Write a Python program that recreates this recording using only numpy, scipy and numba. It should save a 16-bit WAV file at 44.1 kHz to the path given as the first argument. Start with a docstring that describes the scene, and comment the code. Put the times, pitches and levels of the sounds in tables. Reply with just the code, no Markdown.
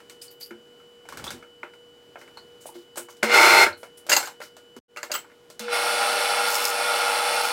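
"""Drill press turned lathe

A sped-up workshop scene: hands clamp and knock a drill press laid down as a lathe, built from struck noise
and resonances. It runs briefly as noise patterns that repeat each turn, then steel tools clatter as beating
sine clusters. After a cut and a short silence it starts again and rattles to the end while a chisel, bright
noise pulsed once a turn, grazes the spinning block. Hum and thin whine lines lie under coloured room noise.
"""
import sys
import numpy as np
from scipy import signal
from scipy.fft import rfft, irfft
from scipy.io import wavfile
from scipy.ndimage import uniform_filter1d
from numba import njit

SR = 44100
rng = np.random.default_rng(int(sys.argv[2]) if len(sys.argv) > 2 else 0)


def transcribe(u):
    """Save the signal u as a 16-bit wav file named by the first command-line argument.

    u: samples, shape (n,) or (channels, n), limited to [-1, 1]; the rate is SR.
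    q: integer samples, one column per channel.
    """
    v = np.clip(np.atleast_2d(u).T, -1, 1)
    q = np.round(v * 32767).astype(np.int16)
    wavfile.write(sys.argv[1], SR, q)


N = 331632
T = np.arange(N) / SR
CUT_S = 4.79  # the first part ends here


def undb(db):
    """Turns dB into an amplitude factor."""
    return np.exp(np.asarray(db) * np.log(10) / 20)


def unit(x):
    """Scales to an RMS of 1."""
    return x / np.sqrt(np.mean(x ** 2))


def noise():
    """White noise over the whole scene."""
    return rng.standard_normal(N)


@njit
def svf(x, hz, width):
    """State-variable band-pass whose centre may move; gain 1 at the centre."""
    y, band, low = np.empty(len(x)), 0., 0.
    for i in range(len(x)):
        g, k = np.tan(np.pi * hz[i] / SR), width / hz[i]
        v = (band + g * (x[i] + 1e-18 - low)) / (1 + g * (g + k))
        band, low, y[i] = 2 * v - band, low + 2 * g * v, k * v
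    return y


def svf_twice(x, hz, width):
    """Two band-passes in a row, for steeper skirts."""
    return svf(svf(x, hz, width), hz, width)


@njit
def repeat(x, lag, share):
    """Each turn replays a share of the last one."""
    y = x * np.sqrt(1 - share ** 2)
    for i in range(lag, len(x)):
        y[i] += share * y[i - lag]
    return y


def resonate(x, peaks):
    """Sum of resonances (f/Hz, width/Hz, level/dB)."""
    return sum(undb(db) * svf(x, np.full(N, float(hz)), float(width)) for hz, width, db in peaks)


def high(x, hz, order=4):
    """High-pass."""
    return signal.sosfilt(signal.butter(order, hz, "high", fs=SR, output="sos"), x)


def colour(x, points, peaks=(), peak_db=0.):
    """Shapes x by (f/Hz, level/dB) points, adds resonance humps and scales to an RMS of 1."""
    f = np.maximum(np.arange(N // 2 + 1) * SR / N, 1)
    point_hz, point_db = np.array(points).T
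    gain = undb(np.interp(np.log(f), np.log(point_hz), point_db))
    for hz, width, db in peaks:
        gain = gain + undb(db + peak_db) / (1 + (2 * (f - hz) / width) ** 2)
    return unit(irfft(rfft(x) * gain, N))


def curve(times, levels_db):
    """Gain along straight dB lines, silent outside."""
    return undb(np.interp(T, times, levels_db, left=-200, right=-200))


def walk(rate):
    """Random levels held 1 / rate s and slewed twice; spread near 1."""
    k = int(SR / rate)
    held = np.repeat(rng.standard_normal(N // k + 1), k)
    return 1.23 * uniform_filter1d(uniform_filter1d(held, k), k)[:N]


def waver(hz):
    """A steady line whose level and phase wander."""
    return undb(1.1 * walk(11)) * np.sin(2 * np.pi * (hz * T + rng.random()) + 0.32 * walk(10))


def strike(db, t60, rise_s=0.0013, crack_s=0.0031, tail_db=-4.0):
    """Envelope of one blow: a short crack and a room tail."""
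    t = T[:SR // 2]
    return undb(db) * (1 - np.exp(-t / rise_s)) * (np.exp(-t / crack_s) + undb(tail_db - 60 * t / t60))


def add(drive, i, shape):
    """Lays an envelope onto a drive at sample i."""
    drive[i:i + len(shape)] += shape


# spectrum of the room air: (f/Hz, level/dB per Hz)
ROOM_AIR = [(20, -6), (53, -20), (105, -12.5), (182, -12.5), (422, -6), (472, -11.5), (660, -15),
            (1260, -20), (1440, -19.5), (2390, -24), (2990, -24), (3250, -24), (4940, -28.5), (16000, -38)]
# hum and whine lines: (f/Hz, level/dB)
HUM_LINES = [(479.1, -57), (1443, -72.5), (2972, -60), (3085, -78), (4872, -80), (7197, -82), (7700, -83)]
ROOM_AIR_DB = -59.5
WHINE_LATER_DB = -7  # lines above 2 kHz are fainter in the second part


def shop():
    """Room air under mains hum and a whine, each line wavering a little."""
    lines = 0
    for hz, db in HUM_LINES:
        level_db = db + 1.2 * walk(12) + WHINE_LATER_DB * (T > CUT_S) * (hz > 2000)
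        lines = lines + undb(level_db) * np.sin(2 * np.pi * hz * T + 0.34 * walk(26))
    return undb(ROOM_AIR_DB + 1.1 * walk(3.3)) * colour(noise(), ROOM_AIR) + np.sqrt(2) * lines


# a hand or sleeve rubs over wood and steel: (t/s, length/s, level/dB, brightest f/Hz)
HAND_RUBS = [(0.214, 0.044, -42.5, 8800), (0.305, 0.031, -51.5, 12900), (0.4, 0.068, -44.5, 12100),
             (2.181, 0.05, -57, 5500), (2.605, 0.055, -52.5, 7100), (2.659, 0.038, -43.5, 9350),
             (2.742, 0.083, -56, 3930), (2.97, 0.033, -32, 8400), (3.09, 0.04, -50, 6200),
             (3.77, 0.089, -54.5, 9800), (3.972, 0.017, -45, 9700), (4.416, 0.05, -45, 4840)]


def rubs(rise_s=0.0091, fade_s=0.075, width_hz=2300.0, broad_db=-8):
    """Soft-edged bright hiss, each rub with its own spectral peak."""
    drive, hz, hiss = np.zeros(N), np.full(N, 8000.), noise() * undb(1.2 * walk(250))
    for s, length, db, peak_hz in HAND_RUBS:
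        drive += curve(s + np.array([0, rise_s, length, length + fade_s]), db + np.array([-8, 3.5, -4, -30]))
        hz[int(s * SR):] = peak_hz
    return drive * high(svf(hiss, hz, width_hz) + undb(broad_db) * hiss, 1900)


def lean():
    """Leaning on the bench while tightening a clamp shakes it deep down: one swell of low noise."""
    return undb(-30.5 - ((T - 1.26) / 0.046) ** 2) * resonate(noise(), [(92, 380, 0)])


# short squeaks of a clamp screw: (t/s, level/dB, f/Hz)
SCREW_SQUEAKS = [(0.214, -36.5, 4900), (0.279, -42.5, 4620), (0.41, -35, 4600), (0.427, -35, 4680),
                 (1.241, -37, 3400), (1.275, -28.5, 3590), (2.371, -36.5, 4240), (3.726, -37, 4160)]


def squeaks():
    """Noise through a narrow band that rises by 2 % as the screw tightens."""
    drive, tone_hz = np.zeros(N), np.full(N, 1500.)
    for s, db, hz in SCREW_SQUEAKS:
        i = int(s * SR)
        add(drive, i, strike(db, t60=0.16, crack_s=0.0023))
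        tone_hz[i:] = hz * (1 + 0.02 * np.minimum((T[i:] - s) / 0.047, 1))
    return undb(14.5) * svf_twice(drive * noise(), tone_hz, 430.0)


# knocks of hands, tools and the machine's switching on: (t/s, casting level/dB, struck spot f/Hz, scuff level/dB)
ALL_KNOCKS = [(0.003, -40.5, 1390, -52), (0.097, -41.5, 1920, -37.5), (0.217, -60, 1830, -39.5),
              (0.41, -51, 660, -37.5), (0.508, -32, 1390, -52), (0.8, -46, 1350, -62),
              (1.054, -42, 725, -55), (1.088, -30.5, 1470, -37), (1.124, -31.5, 1040, -42),
              (1.172, -29.5, 1400, -33.5), (1.197, -38, 1320, -61), (1.241, -34.5, 845, -29.5),
              (1.267, -29, 1000, -39), (1.305, -27.5, 1450, -30), (1.426, -36.5, 1320, -57),
              (1.631, -23, 2130, -51), (1.736, -44, 2080, -54), (2.157, -30.5, 636, -66),
              (2.214, -37.5, 2080, -47), (2.277, -41, 2190, -58), (2.372, -36.5, 930, -47),
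              (2.753, -42, 585, -59), (2.958, -37, 855, -36), (2.974, -25, 560, -50),
              (3.086, -36.5, 970, -50), (3.168, -57, 1490, -49), (3.973, -58, 1500, -52),
              (3.23, -6.5, 2130, -18.5), (3.297, -13.5, 2100, -35), (3.665, -9.5, 1390, -33),
              (3.831, -30.5, 624, -42), (4.066, -35, 563, -38), (4.089, -25, 640, -46),
              (4.094, -19.5, 1610, -18), (4.1, -16.5, 1510, -28), (4.117, -10, 1500, -19),
              (4.127, -18.5, 2000, -16.5), (4.167, -15.5, 850, -21), (4.203, -32, 814, -34),
              (4.228, -22.5, 1430, -34), (4.273, -28.5, 820, -36), (4.403, -32.5, 534, -44),
              (4.415, -30, 1910, -48), (4.567, -39, 614, -43), (4.765, -41.5, 1020, -43.5),
              (4.962, -27.5, 2240, -42), (4.97, -29, 1240, -37.5), (5.03, -21.5, 1650, -31.5),
              (5.098, -33, 645, -64), (5.106, -29.5, 603, -50), (5.116, -23.5, 4600, -21.5),
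              (5.1395, -25, 1240, -32), (5.15, -23, 3100, -43), (5.245, -42, 990, -78.5),
              (5.299, -45, 1610, -71), (5.316, -48.5, 1910, -62), (5.501, -40, 557, -37.5),
              (5.594, -29.5, 1520, -25.5), (5.682, -22, 1400, -47)]
# taps on the wooden rest: (t/s, level/dB, f/Hz)
WOOD_TAPS = [(2.657, -25.5, 590), (2.69, -35, 860)]
# extra low bench thud, mostly under a knock: (t/s, level/dB)
EXTRA_THUDS = [(0.508, -37.5), (1.33, -36), (2.753, -41.5), (2.974, -37), (4.127, -39.5), (4.765, -29.5)]
# resonances of the casting: (f/Hz, width/Hz, level/dB)
CASTING_MODES = [(602, 39, 2.5), (930, 416, -1), (1387, 168, 2.5), (2130, 68, -1)]
# resonances of the bench: (f/Hz, width/Hz, level/dB)
BENCH_MODES = [(251.3, 9, -3.5), (351, 14.6, 6)]
KNOCK_T60_S, SCUFF_T60_S = 0.19, 0.2  # room tails
THUD_DB, TREBLE_DB = -17, -5.5  # bench under the casting; treble under the scuff
# from the clatter through the second switch-on the bench hardly thuds
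SOFT_THUD_FROM_S, SOFT_THUD_TO_S, SOFT_THUD_DB = 4.08, 5.9, -9.5


def knocks():
    """Each knock is a short crack and a room tail that drive struck spot, casting, bench and scuffing hiss."""
    # drives are envelopes for noise, blows are single-sample impulses
    drive, scuff_drive, blow, spot_hz = np.zeros(N), np.zeros(N), np.zeros(N), np.full(N, 1500.)
    for s, casting_db, hz, scuff_db in ALL_KNOCKS:
        i = int(s * SR)
        add(drive, i, strike(casting_db, KNOCK_T60_S))
        add(scuff_drive, i, strike(scuff_db, SCUFF_T60_S, rise_s=0.00028, crack_s=0.001, tail_db=-7.5))
        blow[i], spot_hz[i:] = undb(casting_db), hz
    casting_drive, casting_blow = drive.copy(), blow.copy()  # wood taps leave the casting silent
    for s, db, hz in WOOD_TAPS:
        i = int(s * SR)
        add(drive, i, strike(db, KNOCK_T60_S))
        blow[i], spot_hz[i:i + SR // 20] = undb(db), hz
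    on_bench = undb(THUD_DB + SOFT_THUD_DB * (T > SOFT_THUD_FROM_S) * (T < SOFT_THUD_TO_S))
    bench_drive, bench_blow = on_bench * drive, on_bench * blow
    for s, db in EXTRA_THUDS:
        i = int(s * SR)
        add(bench_drive, i, strike(db, KNOCK_T60_S))
        bench_blow[i] += undb(db)

    # the blow itself rings the struck spot cleanly, the tail keeps all modes going roughly
    rough = noise()
    spot = undb(31.) * svf_twice(blow, spot_hz, 330.0)
    spot += undb(2.0) * svf_twice(drive * rough, spot_hz, 350.0)
    casting = resonate(casting_drive * rough + undb(14.0) * casting_blow, CASTING_MODES)
    casting = undb(1.5) * signal.sosfilt(signal.butter(4, 3000, fs=SR, output="sos"), casting)
    bench = resonate(bench_drive * noise() + undb(22.5) * bench_blow, BENCH_MODES)
    thud = undb(20.5) * high(resonate(bench, [(296.5, 300, 0.016)]), 230)
    scuff = undb(2.5) * high(resonate(scuff_drive * noise(), [(4550, 5100, 0.012)]), 2200)
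    treble = resonate(scuff_drive * noise(), [(8180, 1500, 2.0), (12100, 16000, -8.5)])
    return spot + casting + thud + scuff + undb(TREBLE_DB) * high(treble, 6000)


# blows on loose steel tools: (t/s, level/dB, share of the longer tool 0-1, hardness/dB per octave)
TOOL_BLOWS = [(4.096, -10.5, 0.1, 10), (4.1194, -3, 0.17, -6.5), (4.126, -2, 0.03, 2),
              (4.1645, -4, 0.12, 5.5), (4.256, -23, 0.23, 6), (4.9716, -24, 0, -4), (5.03, -24.5, 0.03, 4),
              (5.116, -14, 0.1, 4), (5.1392, -8.5, 0.94, 3.5), (5.152, -2.5, 0.83, -0.5)]
# ringing modes of the shorter tool: (f/Hz, level/dB, t60/s)
SHORT_TOOL_MODES = [(2000, 4, 0.13), (2757, 5, 0.13), (4220, -1, 0.18), (4820, 7.5, 0.063), (6500, 3, 0.1),
                    (6980, 8.5, 0.033), (7480, -4.5, 0.22), (13850, -9, 0.17)]
# ringing modes of the longer tool: (f/Hz, level/dB, t60/s)
LONG_TOOL_MODES = [(1277, -1, 0.09), (3060, -4, 0.1), (7900, -4.5, 0.17), (14530, -5, 0.14),
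                   (15390, -15.5, 0.12)]


def clatter(split=.018):
    """Blows ring the modes of two tools; each mode is a cluster that starts nearly in step, then drifts and beats."""
    out, t = np.zeros(N), T[:SR // 3]
    onset = 1 - np.exp(-t / 0.00042)
    for s, db, share, hard_db in TOOL_BLOWS:
        i = int(s * SR)
        for modes, part in ((SHORT_TOOL_MODES, 1 - share), (LONG_TOOL_MODES, share)):
            for hz, mode_db, t60 in modes:
                turn, spread = rng.standard_normal((2, 5, 1))  # five sines a cluster
                cluster = np.sin(2 * np.pi * hz * (1 + split * spread) * t + 0.99 * turn).sum(axis=0)
                tilt_db = hard_db * np.log2(hz / 4000)  # harder blows ring brighter
                ring = undb(db + mode_db + tilt_db - 28.5 - 60 * t / t60)
                out[i:i + len(t)] += part * ring * cluster * onset
    return out * undb(1.7 * walk(150))


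# touches of the chisel edge: (t/s, length/s, level/dB)
CHISEL_TOUCHES = [(6.46, 0.16, -29.5), (6.602, 0.13, -31), (7.396, 0.11, -37)]
STEADY_DB, STEADY_S, LOOSEN_S = -3, 0.095, 0.1  # depth, onset and recovery of the calmed rattle


def chisel(bite=0.13, deepest=0.62, bite_db=-8, lift_db=-14):
    """The edge nicks the block once a turn, unevenly, and tears fibres between nicks."""
    turns = SPINDLE_HZ * T + 0.11
    size = undb(4. * rng.standard_normal(int(turns[-1]) + 1))[turns.astype(int)]
    nicks = noise() * (0.39 + size * np.exp(-(turns % 1) / 0.18))
    edge = resonate(nicks, [(6900, 2800, 7.0), (11500, 7300, 4.5), (14800, 2500, -13), (5270, 780, 10.0)])
    touches = 0
    for s, length, db in CHISEL_TOUCHES:
        times = s + length * np.array([0, bite, deepest, 1])
        touches = touches + curve(times, db + np.array([-25, bite_db, 0, lift_db]))
    return unit(high(edge, 3800)) * undb(3.0) * touches


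def calming_db():
    """Each touch of the chisel presses the rattle down; it creeps back afterwards."""
    t = np.maximum(T - np.array(CHISEL_TOUCHES)[:, :1], 0)
    press = np.minimum(t / STEADY_S, 1) * np.exp(-np.maximum(t - STEADY_S, 0) / LOOSEN_S)
    return STEADY_DB * press.sum(axis=0)


# hard kicks that make the bench boom: (t/s, level/dB)
BENCH_KICKS = [(0.511, -43.5), (3.227, -25), (5.603, -35)]


def bench_boom():
    """Each kick rings the bench's low mode as a decaying sine."""
    out = np.zeros(N)
    for s, db in BENCH_KICKS:
        t = np.maximum(T - s, 0)
        out += undb(db - 60 * t / 0.29) * (1 - np.exp(-t / 0.0055)) * np.sin(2 * np.pi * 223 * t)
    return out


# level of the bench's shaking: (t/s, level/dB)
BENCH_SHAKE = [(3.33, -66.5), (3.39, -52), (3.62, -54), (3.72, -55.5), (3.85, -78)]
SAG = 0.14  # share of pitch lost when coasting


def bench_shake():
    """The bench shakes with spindle and motor together, then sags in pitch as they coast."""
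    first_off_s = RUN_TIMES[0][2]
    sag = T - SAG * np.maximum(T - first_off_s, 0)
    return curve(*zip(*BENCH_SHAKE)) * sum(np.sin(2 * np.pi * row[0] * sag) for row in TURN_RATES[:2])


# motor orders of the second run: (f/Hz, level/dB)
MOTOR_ORDERS = [(581, -43), (872, -43), (1292, -40.5)]


def motor_orders():
    """Wavering lines that stand clear once the motor is up to speed."""
    speed = np.interp(T, [5.7, 5.8], [0, 1])
    return speed * sum(undb(db) * np.sqrt(2) * waver(hz) for hz, db in MOTOR_ORDERS)


# the two runs, far then close: (on t/s, up to speed t/s, off t/s, rattle level/dB, motor hum level/dB)
RUN_TIMES = [(3.227, 3.345, 3.635, -14, -34), (5.6, 5.735, 7.6, -23.5, -36)]
# share of full speed each run reaches: (far, close)
RUN_PACE = (.9982, 1)
# rattle spectra, far and close: (f/Hz, level/dB per Hz)
RATTLE_SPECTRA = [
    [(47, -63.5), (160, -37), (271, -19), (365, -6), (471, -12), (657, -8.5), (896, -4), (1050, -12.5),
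     (1460, 0.5), (1740, -19), (2180, -9), (3170, -25), (4230, -18), (8000, -20.5), (12500, -29),
     (16000, -36.5)],
    [(60, -49), (200, -28.5), (408, -12.5), (527, -6.5), (822, -1), (930, -8), (1060, -9), (1410, 4.5),
     (1520, -6.5), (2650, -11), (5500, -18.5), (6740, -19.5), (8710, -14), (11300, -18.5), (12300, -26.5),
     (16000, -30)],
]
# resonances of the loose parts, far and close: (f/Hz, width/Hz, level/dB)
RATTLE_MODES = [
    [(1360, 56, -10.5), (2130, 230, 0.5), (2785, 300, -11.5), (3520, 220, -14.5), (4210, 110, -5),
     (5100, 130, -16), (5330, 65, -13), (7300, 49, -22.5)],
    [(229, 22, -19.5), (866, 95, 0.5), (1438, 13, 1), (2170, 70, -2), (2439, 33, -0.5), (2680, 88, -3.5),
     (2977, 68, -4.5), (3484, 79, -2.5), (4045, 87, -5), (4420, 160, -5.5), (4810, 35, -4),
     (5400, 600, -11), (8730, 290, -12), (10270, 250, -18)],
]
# spindle, motor, belt: (turn rate f/Hz, share repeated each turn, level/dB)
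TURN_RATES = [(101, 0.83, -6), (118, 0.46, -7), (29.07, 0.65, -3.5)]
# jolt of each of the block's four corners: (level/dB)
CORNER_JOLTS = [1.5, -2.5, -9, -4]
# spindle orders that stand out: (multiple, far level/dB, close level/dB), against the rattle
SPINDLE_LINES = [(6, -17, -16.5), (7, -23, -31), (8, -14, -11.5), (9, -9, -32), (10, -31.5, -18),
                 (11, -23, -39), (14, -11.5, -24), (15, -21.5, -42), (16, -28, -23), (22, -21.5, -18.5),
                 (19, -35.5, -27), (24, -38, -23.5), (30, -36, -25), (26, -20.5, -22.5)]
SPINDLE_HZ = TURN_RATES[0][0]
CREEP_DB, SPIN_UP_DB_S, COAST_DB_S = -17, 293.5, 394.5  # rattle while slow, its rise and its fall
DULL_DB = -11  # treble lost while slow
HUM_START_DB, SURGE_DB, SURGE_S = -9, 7.5, 0.055  # hum at switch-on, its surge on nearing full speed


def motor_hum(on, full, hum_db):
    """The stator hums at 480 Hz, pitched up with the sped-up scene, and surges near full speed."""
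    pull_db = HUM_START_DB * np.clip((full - T) / (full - on), 0, 1)
    pull_db += SURGE_DB * np.exp(-((T - full + 0.038) / SURGE_S) ** 2)
    hum = np.sqrt(2) * np.sin(2 * np.pi * 480 * T + 0.19 * walk(30)) * undb(0.31 * walk(23))
    return undb(hum_db + pull_db) * hum


def corner_jolts():
    """Each of the block's four corners gives a jolt of its own force, unevenly round the turn."""
    corner = 4 * SPINDLE_HZ * T
    count = int(corner[-1]) + 1
    force_db = 2.6 * rng.standard_normal(count) + np.resize(CORNER_JOLTS, count)
    return undb(force_db)[corner.astype(int)] * np.exp(-(corner % 1) / 0.43)


def drill_press():
    """Loose parts chatter in patterns that return with each turn of spindle, motor and belt."""
    out, jolt, calm_db = np.zeros(N), corner_jolts(), calming_db()
    for run, (on, full, off, rattle_db, hum_db) in enumerate(RUN_TIMES):
        pace = RUN_PACE[run]
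        chatter = 0
        for hz, share, db in TURN_RATES:
            grains = noise() * undb(2.3 * rng.exponential(size=N))
            chatter = chatter + undb(db) * repeat(grains, int(round(SR / hz / pace)), share)
        chatter = chatter * (1 + 0.51 * jolt) * undb(0.24 * walk(40))
        body = colour(chatter, RATTLE_SPECTRA[run], RATTLE_MODES[run], peak_db=-1.5)
        slow_db = np.clip(SPIN_UP_DB_S * (T - full), CREEP_DB, 0)
        swing = undb(DULL_DB * slow_db / CREEP_DB)  # treble gain, full at speed
        bright = (swing - 1) * high(body, 2500) + swing * 0.85 * jolt * high(body, 7000)
        rattle = undb(rattle_db + slow_db) * (body + bright)
        lines = sum(undb(row[1 + run]) * waver(row[0] * SPINDLE_HZ * pace) for row in SPINDLE_LINES)
        rattle += undb(rattle_db + 2 * slow_db) * lines
        coast_db = -COAST_DB_S * np.maximum(T - off, 0) + calm_db
        out += (T > on) * undb(coast_db) * (rattle + motor_hum(on, full, hum_db))
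    return out + bench_shake() + motor_orders() + bench_boom()


GAP_S, RETURN_S, SECOND_PART_DB = 0.091, 0.025, -1.5  # silence, fade-in time constant, level
CUT_TAIL_DB, CUT_TAIL_S = -19.5, 0.011


def cut():
    """The first part breaks off with a faint tail; after a silence the second one fades in."""
    back = np.maximum(T - CUT_S - GAP_S, 0)
    tail = undb(CUT_TAIL_DB) * (T < CUT_S + CUT_TAIL_S)
    return np.where(T < CUT_S, 1, tail + undb(SECOND_PART_DB) * (1 - np.exp(-back / RETURN_S)))


def scene():
    """All sources in the middle, split into two parts by the cut."""
    struck_and_rubbed = rubs() + lean() + squeaks() + knocks() + clatter()
    mid = shop() + struck_and_rubbed + chisel() + drill_press()
    return np.array([mid, mid]) * cut()


def record(dry):
    """Nearly mono; the top, from about 13 kHz, leans left. Peaks are rounded and both ends are cut."""
    lean_gain = .25 / (1 + (13000 * N / SR / np.arange(1, N // 2 + 2)) ** 6)
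    top = irfft(rfft(dry) * lean_gain, N)
    wet = np.tanh(1.059 * (dry + np.array([[1], [-1]]) * top)) / 0.89
    wet = high(wet, 58, order=2)  # the deepest bass is dropped
    return signal.sosfilt(signal.ellip(10, .2, 80, 15900, fs=SR, output="sos"), wet)


dry = scene()
out = record(dry)
transcribe(out)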